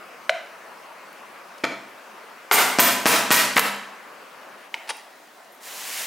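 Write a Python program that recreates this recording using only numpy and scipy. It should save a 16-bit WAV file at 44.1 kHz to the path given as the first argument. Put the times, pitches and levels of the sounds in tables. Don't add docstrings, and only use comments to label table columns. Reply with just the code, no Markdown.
import sys
import numpy as np
from scipy import signal
from scipy.fft import rfft, irfft
from scipy.io import wavfile
from scipy.ndimage import uniform_filter1d, minimum_filter1d

SR = 44100
rng = np.random.default_rng(int(sys.argv[2]) if len(sys.argv) > 2 else 0)


def attenuation_scalar(level_db):
    decades = np.asarray(level_db, float) / 20
    return 10 ** decades


def to_wav(sig):
    pcm = np.clip(np.atleast_2d(sig), -1, 1) * 32767
    pcm = np.round(pcm).astype(np.int16)
    wavfile.write(sys.argv[1], SR, pcm.T)


N = 267290
PLASTIC_T60_S = 0.014


def evened(x):
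    return x / np.sqrt(np.mean(x ** 2) + 1e-20)


def read(points, hz):
    f, value = np.transpose(points)
    return np.interp(np.log(hz + 1), np.log(f + 1), value)


def coloured(x, spectrum):
    hz = np.fft.rfftfreq(x.shape[-1], 1 / SR)
    return irfft(rfft(x) * attenuation_scalar(read(spectrum, hz)), x.shape[-1])


def add(mix, start_s, sound):
    part = mix[round(start_s * SR):][:len(sound)]
    part += sound[:len(part)]


def high_pass(x, edge_hz):
    return signal.sosfilt(signal.butter(3, edge_hz, "high", fs=SR, output="sos"), x)


def ring(hz, db, t60_s, rise_s=0.00025):
    t = np.arange(round(1.2 * abs(t60_s) * SR) + 50) / SR
    return attenuation_scalar(db - 60 * t / abs(t60_s)) * np.sin(2 * np.pi * hz * t) * (1 - np.exp(-t / rise_s))


def burst(db, t60_s, edge_hz, count=600):
    at = np.arange(count)
    b, a = signal.butter(2, min(edge_hz, 18000), fs=SR)
    puff = evened(signal.lfilter(b, a, rng.standard_normal(count)))
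    return attenuation_scalar(db - 60 * at / SR / t60_s) * puff * (1 - np.exp(-at / 2.2))


def air(spectrum, same, patchy_db):
    frames, hz = N // 256 + 5, np.fft.rfftfreq(1024, 1 / SR)
    a, b, c, d, patches = rng.standard_normal((frames, 513, 5)).T
    patches = uniform_filter1d(patches, size=10, axis=0)
    patches = evened(uniform_filter1d(patches, size=12, axis=1))
    same = np.clip(same, -1, 1)
    left, other = a + 1j * b, c + 1j * d
    z = np.array([left, same * left + np.sqrt(1 - same ** 2) * other])
    z = z * attenuation_scalar(read(spectrum, hz)[:, None] + patchy_db * patches)
    return evened(signal.istft(z, nperseg=1024, noverlap=768)[1][:, :N])


# (freq_hz, level_db_per_hz)
FIRST_HUM = [(30, -73), (161, -18.5), (199, -9), (303, -10), (569, -2), (844, -3.5), (1070, -1),
             (2700, -10.5), (3400, -18), (5170, -20), (7270, -24.5), (14400, -28.5), (16000, -28.5)]
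# (freq_hz, level_db_per_hz)
SECOND_HUM = [(18, -54), (30, -28), (81, -47), (221, -13), (512, -9), (721, -2.5), (889, -7.5), (962, -6.5),
              (1960, -10.5), (2750, -16.5), (13700, -29), (16000, -25.5)]
# (freq_hz, likeness_0_to_1)
LIKENESS = [(60, 0.34), (180, 0.85), (550, 0.74), (1650, 0.72), (4970, 0.7), (15000, 0.81)]


def background():
    move_s, fade_s = 4.7, 0.087
    stir_db, settle_s = 3.8, 0.31
    duck_s, duck_db_per_s = 5.74, -8
    t = np.arange(N) / SR
    same = read(LIKENESS, np.fft.rfftfreq(1024, 1 / SR))[:, None]
    come = np.clip(0.5 + (t - move_s) / fade_s, 0, 1)
    second_db = -48.5 + stir_db * np.exp(-abs(t - move_s) / settle_s)
    second_db += duck_db_per_s * np.maximum(t - duck_s, 0)
    first = attenuation_scalar(-43.5) * air(FIRST_HUM, same, patchy_db=1.5) * attenuation_scalar([[0.9], [-0.9]])
    second = attenuation_scalar(second_db) * air(SECOND_HUM, same, patchy_db=1.1) * attenuation_scalar([[0.4], [-0.4]])
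    return (1 - come) * first + come * second


# (freq_hz, t60_s)
ROOM_DECAY = [(120, 0.46), (400, 0.66), (1040, 0.65), (2760, 0.64), (7280, 0.57), (14000, .35)]


def kitchen(x, gap_s=0.006, alike=0.91):
    taps = np.zeros((2, SR))
    slots = np.arange(round(gap_s * SR), SR - 16, 16)
    at = slots + rng.integers(0, 16, (2, len(slots)))
    np.put_along_axis(taps, at, rng.choice([-1., 1.], at.shape), 1)
    taps[1] = alike * taps[0] + np.sqrt(1 - min(alike, 1) ** 2) * taps[1]
    hz, t, z = signal.stft(taps, SR, nperseg=256)
    z[1] = np.where(hz[:, None] < 300, 0.5 * (z[0] + z[1]), z[1])
    far_walls = 0.47 * np.exp(-((t - 0.08) / 0.025) ** 2)
    build = 1 - np.exp(-t / 0.0018) + far_walls
    decay = attenuation_scalar(-60 * t / read(ROOM_DECAY, hz)[:, None])
    tail = signal.istft(z * decay * build, SR, nperseg=256)[1]
    return signal.fftconvolve(x[None], tail / np.linalg.norm(tail[0]), axes=1)[:, :N]


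# (time_s, hiss_db, roar_above_hiss_db)
STEAM_GROWTH = [
    (5.6, -67, 6),
    (5.61, -53.5, -2),
    (5.634, -43.5, -10),
    (5.668, -40, -5.5),
    (6.014, -30, -11),
    (6.06, -32, -13),
]
# (freq_hz, level_db_per_hz)
JET_SPECTRUM = [(880, -35), (1500, -4), (1870, -2), (2030, -3), (3180, -4), (3450, -7), (6050, -5.5),
                (14500, -9.5), (16000, -13), (16500, -45)]
# (freq_hz, level_db_per_hz)
ROAR_SPECTRUM = [(120, -55), (200, -13.5), (352, -19.5), (414, -10.5), (650, -5.5), (784, -5.5),
                 (1160, -5.5), (2190, -21), (4000, -12), (5200, -34), (8800, -120)]


def steam():
    time_s, hiss_db, roar_db = np.transpose(STEAM_GROWTH)
    t = np.arange(N) / SR
    sputter = attenuation_scalar(0.72 * evened(uniform_filter1d(rng.standard_normal(N), size=90)))
    hiss = air(JET_SPECTRUM, 0.89, patchy_db=0.9) * sputter
    roar = attenuation_scalar(np.interp(t, time_s, roar_db)) * air(ROAR_SPECTRUM, 0.88, patchy_db=0.8)
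    return attenuation_scalar(np.interp(t, time_s, hiss_db, left=-120)) * (hiss + roar)


# (start_s, level_db, t60_s, edge_hz)
HAND_BRUSHES = [(1.129, -46, 0.013, 15900), (1.576, -53, 0.018, 12000), (1.582, -31, 0.026, 3000),
                (4.741, -43, 0.011, 15000), (4.889, -40, .008, 15000), (4.969, -39, .01, 14000),
                (5.445, -46, 0.043, 6000)]


def brushes():
    out = np.zeros(N)
    for start_s, level_db, t60_s, edge_hz in HAND_BRUSHES:
        add(out, start_s, np.diff(burst(level_db, t60_s, edge_hz, count=1500)))
    return out


# (start_s, level_db, pitch_hz, t60_s)
FAINT_RINGS = [
    (1.617, -49, 2900, .01),
    (5.525, -56, 9700, .15),
    (5.52, -51, 13205, .12),
    (5.545, -54, 13205, 0.074),
]


def faint_rings():
    out = np.zeros(N)
    for start_s, level_db, pitch_hz, t60_s in FAINT_RINGS:
        add(out, start_s, ring(pitch_hz, level_db, t60_s))
    return out


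SPRING_SLIPS = [4.875, 4.882, 4.891, 4.893, 4.8962, 4.8995, 4.9024, 4.9048, 4.907, 4.911, 4.915]


def button_slips():
    top_s, hold_s, rise_db_per_s, fall_db_per_s = 4.896, 0.0082, 600, 1400
    snap_steeper = 2.2
    out = np.zeros(N)
    for start_s in SPRING_SLIPS:
        before_db = rise_db_per_s * (top_s - start_s)
        after_db = fall_db_per_s * (start_s - top_s - hold_s)
        below_db = max(before_db, after_db, 0)
        db = -19.5 - below_db
        luck = rng.uniform(0.71, 1.33, 3)
        add(out, start_s, ring(887, db - 12, 0.063))
        add(out, start_s, ring(2100 * luck[0], db, 0.0078))
        add(out, start_s, ring(3500 * luck[1], db - 14, 0.01))
        add(out, start_s, ring(9300 * luck[2] ** 0.2, -18.5 - snap_steeper * below_db, 0.0051))
        add(out, start_s, burst(db - 7, 0.037, edge_hz=4100))
    return out


# (start_s, level_db, tick_db, modes (pitch_hz, level_db, t60_s))
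HANDLE_TAP = (.2938, -7.5, -20, [(656, -0.5, 0.053), (668, -17.5, 0.43), (711, -19, 0.32), (561, -6, 0.042),
              (1500, 4, 0.013), (2050, 3, 0.013), (2300, -1, 0.013), (2630, -6, 0.013), (3000, -3, 0.014),
              (3700, -11, 0.0055), (4110, -5.5, 0.012)])
BUTTON_PRESS = (4.7418, -19.5, -28, [(910, -10, 0.049), (1500, -16, 0.013), (1800, -14, 0.014),
                (2180, 7, .016), (2560, -8, 0.014), (3000, 1.5, .013), (3770, -11, 0.007)])


def tap_and_press():
    out = np.zeros(N)
    for start_s, level_db, tick_db, modes in (HANDLE_TAP, BUTTON_PRESS):
        add(out, start_s, burst(tick_db, 0.049, edge_hz=4000))
        for k, (pitch_hz, mode_db, t60_s) in enumerate(modes):
            held_t60_s = t60_s if pitch_hz < 1000 else min(t60_s, PLASTIC_T60_S)
            swing = (-1) ** k
            add(out, start_s, swing * ring(pitch_hz, level_db + mode_db, held_t60_s))
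    return out


CHIEF_RINGS_HZ = 11796, 13905, 8613
# (pitch_hz, level_db)
LESSER_RINGS = [(7050, -6), (7773, -10), (11360, -6), (12510, -9), (13135, -8), (13570, -8), (15090, -8)]
# (freq_hz, level_db_per_hz)
CHATTER_SPECTRUM = [(88, -36), (150, -23), (260, -3), (539, -7), (656, -0.5), (738, -10), (991, 2.5),
                    (1160, -1.5), (1970, -0.5), (2810, -6), (13600, -9), (15600, -11), (16500, -63)]
# (start_s, level_db, t60_s, ring_db)
RIM_CHATTER = [
    (2.518, 1.5, 0.094, -38),
    (2.528, -8, 0.36, -9.5),
    (2.539, -16.5, 0.49, 0.5),
]
# (start_s, level_db, t60_s, ring_db)
SOFT_CHATTER = [
    (3.559, -21, 0.056, -39),
    (3.573, -9.5, 0.08, -28),
    (3.5921, -1, 0.034, -12),
]


def basket():
    steel_t60_s = 0.09
    rim_mix_db, bar_mix_db, soft_mix_db = (2.5, -30, -8), (-6, -3, -6.5), (-2.5, -10, -16)
    rows = [(*row, rim_mix_db) for row in RIM_CHATTER]
    rows += [(*row, soft_mix_db) for row in SOFT_CHATTER]
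    for start_s, _, land_lag_s, land_db, ring_db in BAR_KNOCKS:
        land_s = start_s + land_lag_s
        rows.append((land_s + 0.0012, land_db - 8, 0.061, -40, bar_mix_db))
        rows.append((land_s + 0.0058, -1.8, 0.25, ring_db, bar_mix_db))
    out, t = np.zeros(N), np.arange(SR // 2) / SR
    for start_s, level_db, t60_s, ring_db, mix_db in rows:
        lumps_db = 2 * rng.exponential(1, len(t) // 20 + 1).repeat(20)[:len(t)]
        taps = rng.standard_normal(len(t)) * attenuation_scalar(lumps_db)
        shake = attenuation_scalar(-60 * t / t60_s) * (1 - np.exp(-t / 0.0017))
        add(out, start_s, evened(coloured(taps, CHATTER_SPECTRUM)) * shake * attenuation_scalar(level_db))

        chief_db = ring_db + np.array(mix_db)
        steel = sum(ring(hz, db, steel_t60_s) for hz, db in zip(CHIEF_RINGS_HZ, chief_db))
        for pitch_hz, mode_db in LESSER_RINGS:
            luck_db = 2 * rng.standard_normal()
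            add(steel, 0, ring(pitch_hz, chief_db[-1] + mode_db + luck_db, steel_t60_s))
        strikes = taps * attenuation_scalar(-60 * t / 0.02)
        add(out, start_s, signal.fftconvolve(strikes / np.linalg.norm(strikes), steel))
    return out


# (start_s, level_db, pitch_hz, t60_s, tick_below_db)
HARD_CONTACTS = [(1.637, -19, 1960, 0.02, -16), (1.6403, -9.5, 2430, 0.011, -17),
                 (1.642, -5, 2300, 0.0058, -29), (1.646, -21, 1500, 0.05, -14),
                 (1.650, -16, 1800, 0.014, -8.5), (2.5125, 12, 2062, 0.014, -12),
                 (2.513, 11, 1132, 0.015, -22), (3.5664, -3.5, 1970, 0.023, -9.5),
                 (3.579, -0.5, 1821, 0.034, -22), (3.584, 0, 2680, 0.0045, -18)]
# (pitch_hz, level_db, t60_s)
BIN_MODES = [(670, -4, 0.067), (590, -8, 0.038), (805, -2.5, 0.044), (1020, -8, 0.026)]


def clacks():
    contacts = list(HARD_CONTACTS)
    for start_s, thud_db, land_lag_s, land_db, _ in BAR_KNOCKS:
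        contacts.append((start_s + 0.000997, thud_db - 0.5, 1570, 0.007, -7.5))
        contacts.append((start_s + land_lag_s, land_db, 1859, 0.026, -3.5))
    out = np.zeros(N)
    for start_s, level_db, pitch_hz, t60_s, tick_db in contacts:
        add(out, start_s, ring(pitch_hz, level_db, min(0.82 * t60_s, PLASTIC_T60_S)))
        for octave in np.linspace(-1.6, 1.5, num=26):
            detune, late = rng.random(2)
            mode_hz = pitch_hz * 2 ** (octave + 0.092 * detune)
            mode_db = level_db - 10.5 - 4.4 * octave ** 2
            mode_t60_s = 1.1 * t60_s * np.sqrt(pitch_hz / mode_hz)
            add(out, start_s + 0.003 * late ** 2, ring(mode_hz, mode_db, mode_t60_s))
        add(out, start_s, burst(level_db + tick_db, 0.016, edge_hz=7200))
        for bin_hz, bin_db, bin_t60_s in BIN_MODES:
            add(out, start_s, ring(bin_hz, level_db - 14 + bin_db, bin_t60_s))
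    return out


# (start_s, thud_db, land_lag_s, land_db, basket_ring_db)
BAR_KNOCKS = [
    (2.7855, 2.5, 0.0078, 6.5, 0),
    (3.0556, 4, .0072, 6.5, -5),
    (3.3045, -4.5, .0075, 6.5, -7),
]
# (start_s, level_db, push_hz, drum_db)
OTHER_PUSHES = [
    (1.637, -8, 322, -19),
    (2.513, -26, 600, -6.5),
    (3.561, -8, 260, -10.5),
    (3.586, -4.5, 487, -10),
]
# (pitch_hz, level_db, t60_s)
COUNTER_MODES = [(136.6, -21, 0.37), (201.7, -26.5, 0.58), (260, -17, 0.45)]


def thuds():
    pushes = list(OTHER_PUSHES)
    pushes += [(start_s, thud_db, 260, -3.5) for start_s, thud_db, *_ in BAR_KNOCKS]
    push, drum = np.zeros((2, N))
    for start_s, level_db, push_hz, drum_db in pushes:
        add(push, start_s, -ring(push_hz, level_db, 0.023, rise_s=0.0022))
        for pitch_hz, mode_db, t60_s in COUNTER_MODES:
            add(drum, start_s, ring(pitch_hz, drum_db + mode_db, t60_s, rise_s=0.0087))
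    return push, drum


def scene():
    small = high_pass(tap_and_press() + button_slips() + faint_rings() + brushes(), 480)
    steel = basket()
    push, drum = thuds()
    hits = push + high_pass(clacks(), 380)
    near = (hits + steel + small + drum) * attenuation_scalar([[0.2], [-0.2]])
    room = attenuation_scalar(-5.5) * kitchen(hits + 1.06 * drum)
    room += attenuation_scalar(-5.5) * kitchen(steel, alike=0.84)
    room += attenuation_scalar(-11.5) * kitchen(small, gap_s=0.011)
    return high_pass(near + room, 125) + steam() + background()


def low_pass(x):
    return signal.sosfilt(signal.butter(12, 16790, fs=SR, output="sos"), x)


def record(dry):
    release_s = 0.077
    x = signal.oaconvolve(dry, signal.firwin(255, 16000, fs=SR)[None], "same")
    peak = -minimum_filter1d(-abs(x).max(0), size=60)
    over_db = np.maximum(20 * np.log10(peak + 1e-9) + 3.0, 1e-6)
    climb = np.arange(N) / SR / release_s
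    cut_db = np.exp(np.maximum.accumulate(np.log(over_db) + climb) - climb)
    limited = x / attenuation_scalar(uniform_filter1d(cut_db, size=40))
    return low_pass(limited)


dry = scene()
out = record(dry)
to_wav(out)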